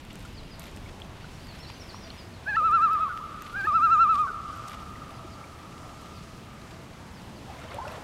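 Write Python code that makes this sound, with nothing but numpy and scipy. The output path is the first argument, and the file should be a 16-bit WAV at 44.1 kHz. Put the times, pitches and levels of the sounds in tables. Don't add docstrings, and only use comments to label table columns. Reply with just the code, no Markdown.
import sys
import numpy as np
from scipy import signal
from scipy.fft import rfft, irfft, next_fast_len
from scipy.io import wavfile
from scipy.ndimage import uniform_filter1d

SR = 44100
rng = np.random.default_rng(int(sys.argv[2]) if len(sys.argv) > 2 else 0)


def store_pcm(level_fs):
    pcm = np.round(np.clip(level_fs, -1, 1) * 32767).astype(np.int16)
    wavfile.write(sys.argv[1], SR, np.atleast_2d(pcm).T)


def ratio_of_db(decibels):
    return 10 ** (np.asarray(decibels, float) / 20)


N = 354123


def band(x, lo_hz, hi_hz):
    return signal.sosfilt(signal.butter(2, [lo_hz, hi_hz], "bandpass", fs=SR, output="sos"), x)


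def walk(rate):
    k = int(SR / rate)
    held = np.repeat(rng.standard_normal(N // k + 1), k)
    return 1.9 * uniform_filter1d(uniform_filter1d(held, k), k)[:N]


def add(out, start_s, piece):
    i = int(start_s * SR)
    out[i:i + len(piece)] += piece[:N - i]


def curve(rows):
    return ratio_of_db(np.interp(np.arange(N) / SR, *np.transpose(rows)))


def hush():
    # (frequency [Hz], density [dB per Hz])
    hush_spectrum = [(12, -29), (22, -13), (45, -10.5), (77, -1.5), (130, -5), (200, -6.5), (320, -12.5),
                     (450, -17), (1000, -18.5), (1600, -23), (2800, -25), (5000, -32), (11000, -41.5),
                     (16000, -49)]
    size = next_fast_len(N)
    f = np.fft.rfftfreq(size, 1 / SR) + 1
    hz, db = np.transpose(hush_spectrum)
    spectrum = rfft(rng.standard_normal(size)) * ratio_of_db(np.interp(np.log(f), np.log(hz), db))
    out, swell = 0, walk(1.0)
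    for k in range(-1, 10):
        octave = np.cos(np.pi / 2 * np.clip(np.log2(np.maximum(f, 15.6) / 25.6) - k, -1, 1)) ** 2
        moving_db = .3 * swell + .5 * walk(1.2) + .7 * walk(9)
        out = out + irfft(spectrum * octave, size)[:N] * ratio_of_db(moving_db)
    return out * ratio_of_db(-44) / np.std(out)


def wind():
    # (time [s], level [dB])
    gusts = [
        (0, -48.5),
        (1, -50),
        (1.4, -55),
        (3, -59.5),
        (5, -56),
        (7.2, -86),
        (8.03, -62),
    ]
    rumble = band(rng.standard_normal(N), 18, 50)
    hollow = band(rng.standard_normal(N), 650.5, 667.6)
    hum_gain = ratio_of_db(-67 + 3 * walk(12))
    return curve(gusts) * rumble / np.std(rumble) + hum_gain * hollow / np.std(hollow)


def whistle(length_s, from_hz, to_hz, bend, db, hold_s=0):
    u = np.arange(0, length_s + hold_s, 1 / SR) / length_s
    way = np.minimum(u, 1)
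    hz = from_hz + (to_hz - from_hz) * (4 * bend * way * (1 - way) + way * (2 * way - 1))
    fade_db = 10.5 * np.tanh(np.maximum(u - 1, 0) / .4)
    edges = signal.windows.tukey(len(u), .2 * length_s / (length_s + hold_s / 2))
    return ratio_of_db(db + 2.2 - fade_db) * edges * np.sin(2 * np.pi * np.cumsum(hz) / SR)


def songbirds():
    # (start [s], top [Hz], bottom [Hz], level [dB])
    falling = [(0.335, 5200, 3650, -58), (1.21, 4650, 3850, -64), (1.48, 4600, 3930, -52.5),
               (2.01, 5350, 4050, -57), (2.33, 4500, 2950, -63), (3.565, 4950, 4350, -61),
               (5.13, 5150, 4000, -63), (6.13, 5200, 3950, -62), (6.7, 5100, 3700, -67),
               (7.14, 5300, 3700, -64), (7.33, 5100, 3900, -66), (7.49, 3900, 3200, -64),
               (7.62, 3900, 3300, -68)]
    # (start [s], top [Hz], bottom [Hz], level [dB])
    replies = [
        (0.495, 5000, 3750, -56.5),
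        (2.175, 5080, 4300, -58),
        (3.72, 5100, 4600, -61),
        (5.29, 5050, 4150, -61),
    ]
    # (start [s], from [Hz], to [Hz], level [dB], hold [s])
    slurs = [
        (1.325, 5200, 5800, -64, 0),
        (1.38, 4100, 4860, -60, .075),
        (1.585, 5150, 5500, -55.5, .07),
        (1.646, 3850, 4780, -53.5, .11),
        (1.735, 6110, 6150, -60, .125),
        (1.925, 5100, 5750, -55.5, .12),
        (3.93, 6400, 7250, -61, 0),
    ]
    # (start [s], length [s], from [Hz], to [Hz], level [dB])
    flicks = [
        (1.628, 0.028, 4530, 3850, -50),
        (1.797, 0.033, 5980, 5150, -53),
        (1.84, 0.054, 5500, 5000, -63),
        (1.889, 0.0217, 5010, 4040, -49.5),
        (1.905, 0.012, 4080, 4600, -53),
    ]
    song_bend = 0.54
    out = np.zeros(N)
    for chirps, bend in (falling, .35), (replies, .13):
        for s, top_hz, bottom_hz, db in chirps:
            length_s = .033 + (top_hz - bottom_hz) / 38000
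            add(out, s, whistle(length_s, top_hz, bottom_hz, bend, db))
    for s, from_hz, to_hz, db, hold_s in slurs:
        add(out, s, whistle(.04, from_hz, to_hz, song_bend, db, hold_s))
    for s, length_s, from_hz, to_hz, db in flicks:
        add(out, s, whistle(length_s, from_hz, to_hz, song_bend, db))
    t = np.arange(int(.4 * SR)) / SR
    blur = rng.standard_normal(len(t)) * np.exp(-t / .1) * ratio_of_db(-35.5)
    return out * ratio_of_db(2 * walk(90)) + signal.fftconvolve(out, blur)[:N]


def water():
    # (time [s], peak [dB], pitch [Hz], ring [s])
    drips = [(0.25, -34.5, 1360, 0.036), (0.86, -39, 2230, 0.039), (1.0188, -20.5, 3200, 0.0063),
             (1.242, -32, 1410, 0.027), (1.6995, -13.5, 910, 0.0047), (1.9445, -15.5, 1060, 0.007),
             (2.045, -44, 3460, 0.024), (2.103, -29.5, 4220, 0.013), (2.104, -35, 2980, 0.014),
             (2.61, -38, 518, 0.13), (3.2, -36, 1016, 0.076), (3.645, -16.5, 332, 0.023),
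             (4.3, -33, 410, 0.052), (4.955, -37, 1930, 0.026), (5.245, -26, 341, 0.049),
             (5.44, -35, 2293, 0.022), (7.814, -30, 1042, 0.15)]
    # (time [s], peak [dB])
    laps = [
        (2.47, -41),
        (2.62, -40),
        (2.99, -40),
        (3.72, -39),
    ]
    # (time [s], peak [dB], pitch [Hz])
    gulps = [(7.48, -39, 770), (7.497, -31, 800), (7.51, -36, 760), (7.555, -38, 1010), (7.59, -36, 680),
             (7.585, -41, 2150), (7.615, -37, 1370), (7.65, -36, 620), (7.685, -42, 3100),
             (7.708, -46, 4500), (7.714, -34, 528), (7.715, -37, 2130), (7.738, -39, 2400),
             (7.74, -47, 3600), (7.74, -28, 558), (7.764, -31, 544), (7.784, -22, 914), (7.8, -26, 850),
             (7.85, -30, 840), (7.852, -30, 1420), (7.868, -26, 600), (7.878, -37, 2700),
             (7.879, -41.5, 5400), (7.91, -36, 650), (7.92, -46, 4000), (7.945, -35, 600),
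             (7.965, -35, 680), (7.98, -38, 800)]
    # (time [s], level [dB])
    froth = [
        (7.4, -64),
        (7.49, -49),
        (7.6, -48),
        (7.7, -47),
        (7.77, -43),
        (7.88, -42),
        (7.95, -43),
        (8.03, -44),
    ]
    s, db = np.transpose(froth)
    chance = rng.random((900, 3))
    times = s[0] + chance[:, 0] * (s[-1] - s[0])
    pitches = 450 * 2 ** (4.44 * chance[:, 1] ** 0.82)
    peaks_db = np.interp(times, s, db) + 6.5 - 3.0 * np.log(chance[:, 2]) - 3.8 * np.log2(pitches / 450)
    hollow_rings = [(*lap, 657, .13) for lap in laps]
    gulp_rings = [(s, db, hz, 0.056 * (800 / hz) ** 0.43) for s, db, hz in gulps]
    small = zip(times, peaks_db, pitches, 10 / pitches)
    out = np.zeros(N)
    for start_s, peak_db, hz, ring_s in [*drips, *hollow_rings, *gulp_rings, *small]:
        t = np.arange(int(ring_s * SR)) / SR
        rising = np.sin(2 * np.pi * hz * t * (.97 + 0.14 * t / ring_s))
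        attack = 1 - np.exp(-t * hz / 2)
        add(out, start_s, ratio_of_db(peak_db) * rising * attack * 1000 ** (-t / ring_s))
    wash = band(rng.standard_normal(N), 450, 1300) + 0.15 * band(rng.standard_normal(N), 1300, 3900)
    return out + curve(froth) * ratio_of_db(11 + 2.2 * walk(30)) * wash


def tears():
    # (start [s], length [s], peak at 4-9 kHz [dB], duller part [dB], brighter part [dB])
    tear_runs = [
        (0.6055, .085, -44, -45, -51),
        (4.6823, .07, -46, -45, -55),
    ]
    gap_s, jitter_s, scatter_db, fade_db_s = .0125, .002, 2.5, 60
    rows = []
    for start_s, length_s, *dbs in tear_runs:
        for late_s in np.arange(0, length_s, gap_s):
            shift, *scatter = rng.standard_normal(4)
            time_s = start_s + late_s + jitter_s * shift * (late_s > 0)
            levels_db = np.array(dbs) + scatter_db * np.array(scatter) - fade_db_s * late_s
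            rows.append((time_s, *levels_db))
    return rows


def rustle():
    # (start [s], hold [s], level [dB])
    bites = [
        (.12, 0.16, -63.5),
        (0.61, 0.038, -54.5),
        (.74, 0.088, -66),
        (1.537, 0.046, -58.5),
        (3.45, .22, -60.5),
        (4.15, .02, -55.5),
        (4.684, 0.064, -56.5),
        (7.52, 0.26, -63.5),
        (7.84, 0.13, -59.5),
    ]
    swell_db_s, fade_db_s = 250, 92
    t = np.arange(N) / SR
    power = ratio_of_db(-66.5) ** 2
    for s, hold_s, db in bites:
        before_s = np.maximum(s - t, 0)
        after_s = np.maximum(t - s - hold_s, 0)
        power = power + ratio_of_db(db - swell_db_s * before_s - fade_db_s * after_s) ** 2
    return np.sqrt(power)


def leaves():
    # (time [s], peak at 4-9 kHz [dB], duller part [dB], brighter part [dB])
    lone_snaps = [(0.0504, -41, -47, -69), (0.1301, -42, -54, -58), (0.155, -32, -44, -59),
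                  (0.2034, -39, -58, -64), (0.225, -47, -48, -62), (0.5948, -34, -48, -42),
                  (0.7138, -43, -58, -64), (0.7625, -32, -58, -60), (0.7718, -41, -42.5, -62),
                  (1.0003, -40, -45.5, -55), (1.4694, -46, -41.5, -61), (1.7015, -54, -41, -67),
                  (2.7122, -37.5, -48, -67), (2.9324, -53, -46, -52), (3.1744, -52, -41, -67),
                  (3.4208, -29, -38, -49), (3.6491, -45, -50, -54), (4.1434, -50, -42, -51),
                  (4.1535, -39, -43, -69), (4.5594, -43, -59, -58), (4.5714, -38, -56, -53),
                  (5.78, -50, -47, -63), (6.0584, -49, -44, -66), (7.5044, -47, -51, -59),
                  (7.5994, -44, -47, -61), (7.744, -40, -44, -53), (7.879, -37, -44, -58),
                  (7.92, -43, -51, -55)]
    t = np.arange(int(.03 * SR)) / SR
    decay = np.exp(-t / 0.00055) + 0.13 * np.exp(-t / .005)
    layers = np.zeros((3, N))
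    snaps = lone_snaps + tears()
    for (s, *dbs), noise in zip(snaps, rng.standard_normal((len(snaps), len(t)))):
        for layer, db in zip(layers, dbs):
            add(layer, s + .0006, ratio_of_db(db + 3.5) * noise * decay)
    flicker_db = 1.63 * walk(200) + 3.37 * np.array([walk(120) for _ in layers])
    balance = ratio_of_db(np.array([[-1], [-4], [-19]]))
    layers += rustle() * ratio_of_db(flicker_db) * rng.standard_normal((3, N)) * balance
    middle = band(layers[0], 4000, 9000)
    dull = band(layers[1], 1200, 4050)
    bright = band(band(layers[2], 9000, 13600), 8000, 13600)
    return ratio_of_db(-3.0) * middle + ratio_of_db(12.5) * dull + ratio_of_db(10.5) * bright


def shores(call):
    near_s, far_s = .26, 2.65
    t = np.arange(0, far_s + .3, 1 / SR)
    after = np.maximum(t - near_s, 0)
    near = ratio_of_db(-25 - 35 * after)
    woods = ratio_of_db(-23.5 - 11.5 * after)
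    far = np.hypot(woods, ratio_of_db(-41 - 56 * np.maximum(t - far_s, 0)))
    swell_db = -62 * np.maximum(near_s - t, 0) + 2 * walk(25)[:len(t)]
    swell = ratio_of_db(swell_db) / np.sqrt(.1 * SR)
    bright = signal.fftconvolve(call, near * swell * rng.standard_normal(len(t)))[:N]
    dull = signal.fftconvolve(call, far * swell * rng.standard_normal(len(t)))[:N]
    return band(bright, 600, 1500) + band(band(dull, 600, 1180), 600, 1400)


def voice(hz, db, overtones_db):
    phase = 2 * np.pi * np.cumsum(hz) / SR
    tone = sum(ratio_of_db(db + level_db) * np.sin((k + 1) * phase + k) for k, level_db in enumerate(overtones_db))
    return 2 ** .5 * tone * signal.windows.tukey(len(hz), min(.004 * SR / len(hz), 1))


def dips(rows):
    crest_s, crest_hz, crest_db, sag_hz = np.transpose(rows)

    def between(v):
        return (v + np.append(v[1:], v[-1])) / 2

    depth_db = np.append(np.full(len(rows) - 1, 8.2), 12.5)
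    fall_s = np.minimum(.0395 + .1 * (crest_s - crest_s[0]) ** 2, .059)
    return crest_s + fall_s, between(crest_hz) - sag_hz, between(crest_db) - depth_db


def loon(dip_lift_db, low_lift_db):
    call_start_s = [
        2.5635,
        3.667,
    ]
    # (crest [s], crest [Hz], crest [dB], sag after it [Hz])
    quavers = [
        [(2.578, 1326, -20.4, 118), (2.663, 1326, -20.0, 148), (2.752, 1358, -17.1, 162),
         (2.842, 1337, -17.4, 148), (2.933, 1301, -23.3, 121), (3.024, 1285, -23.1, 190)],
        [(3.68, 1258, -22.2, 142), (3.761, 1337, -19.1, 163), (3.847, 1357, -16.9, 146),
         (3.928, 1349, -17.0, 156), (4.021, 1361, -15.8, 165), (4.11, 1323, -18.6, 144),
         (4.208, 1244, -22.0, 149)],
    ]
    # (time [s], pitch [Hz], level [dB])
    low_notes = [
        [(2.452, 766, -62.5), (2.466, 748, -35.5), (2.482, 833, -26.5), (2.498, 867, -26.5), (2.515, 824, -30),
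         (2.534, 790, -28.5), (2.55, 843, -28.5), (2.56, 896, -27), (2.566, 1040, -40.5)],
        [(3.086, 790, -54), (3.092, 745, -40), (3.115, 718, -32.5), (3.135, 700, -60.5)],
        [(3.52, 688, -55.5), (3.545, 696, -34.5), (3.566, 794, -30), (3.583, 816, -29.5), (3.605, 796, -28.5),
         (3.628, 760, -33), (3.645, 808, -27.5), (3.664, 897, -31), (3.67, 920, -48)],
        [(4.268, 805, -53), (4.274, 766, -40), (4.295, 732, -33), (4.32, 688, -55)],
    ]
    high_overtones_db = [.3, -25.5, -33.5, -46, -56, -60]
    low_overtones_db = [-19, -1, -21.5, -36.5, -32.5, -48.5, -46]
    dip_loss_db = [0, 3.5, 11.5, 17.5, 9.5, 15.5]
    out = np.zeros(N)
    for start_s, rows in zip(call_start_s, quavers):
        crest_s, crest_hz, crest_db, _ = np.transpose(rows)
        dip_s, dip_hz, dip_db = dips(rows)
        t = np.arange(start_s, dip_s[-1] + 0.0041, 1 / SR)
        turn = np.interp(t, np.ravel([crest_s, dip_s], "F"), np.arange(2 * len(rows)))
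        slack = np.sin(np.pi * turn / 2) ** 2
        sag = slack ** np.where(turn % 2 < 1, 1.1, 1.6)
        hush_share = slack ** .9
        hz = np.interp(t, crest_s, crest_hz) * (1 - sag) + np.interp(t, dip_s, dip_hz) * sag
        breaking = (1 - np.tanh((t - start_s - .0032) / .001)) / 2
        hz = hz * (1 - .2 * breaking)
        db = np.interp(t, crest_s, crest_db) * (1 - hush_share)
        db = db + np.interp(t, dip_s, dip_db + dip_lift_db) * hush_share
        effort_db = np.outer(np.arange(len(dip_loss_db)), .4 * (db + 18))
        overtones_db = np.array(high_overtones_db)[:, None] - np.outer(dip_loss_db, slack ** 2.6) + effort_db
        add(out, start_s, voice(hz, db - 16 * breaking, overtones_db))
    for note in low_notes:
        s, hz, db = np.transpose(note)
        t = np.arange(s[0], s[-1], 1 / SR)
        hz = uniform_filter1d(np.interp(t, s, hz), size=200)
        strain_db = np.outer(np.arange(len(low_overtones_db)) != 1, 65 * (hz / 815 - 1))
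        overtones_db = np.array(low_overtones_db)[:, None] + strain_db
        add(out, s[0], voice(hz, np.interp(t, s, db) + low_lift_db, overtones_db))
    return out * ratio_of_db(.35 * walk(60))


def scene():
    background = hush() + wind() + songbirds()
    feeding = water() + leaves()
    echo = shores(loon(dip_lift_db=8, low_lift_db=10))
    call = loon(dip_lift_db=2.5, low_lift_db=0.5)
    return (background + feeding + echo + call)[None]


def roll_off(x):
    return signal.sosfilt(signal.butter(12, 16450, fs=SR, output="sos"), x)


def record(dry):
    top = signal.ellip(8, .2, 60, 15750, fs=SR, output="sos")
    return roll_off(signal.sosfilt(top, dry))


dry = scene()
out = record(dry)
store_pcm(out)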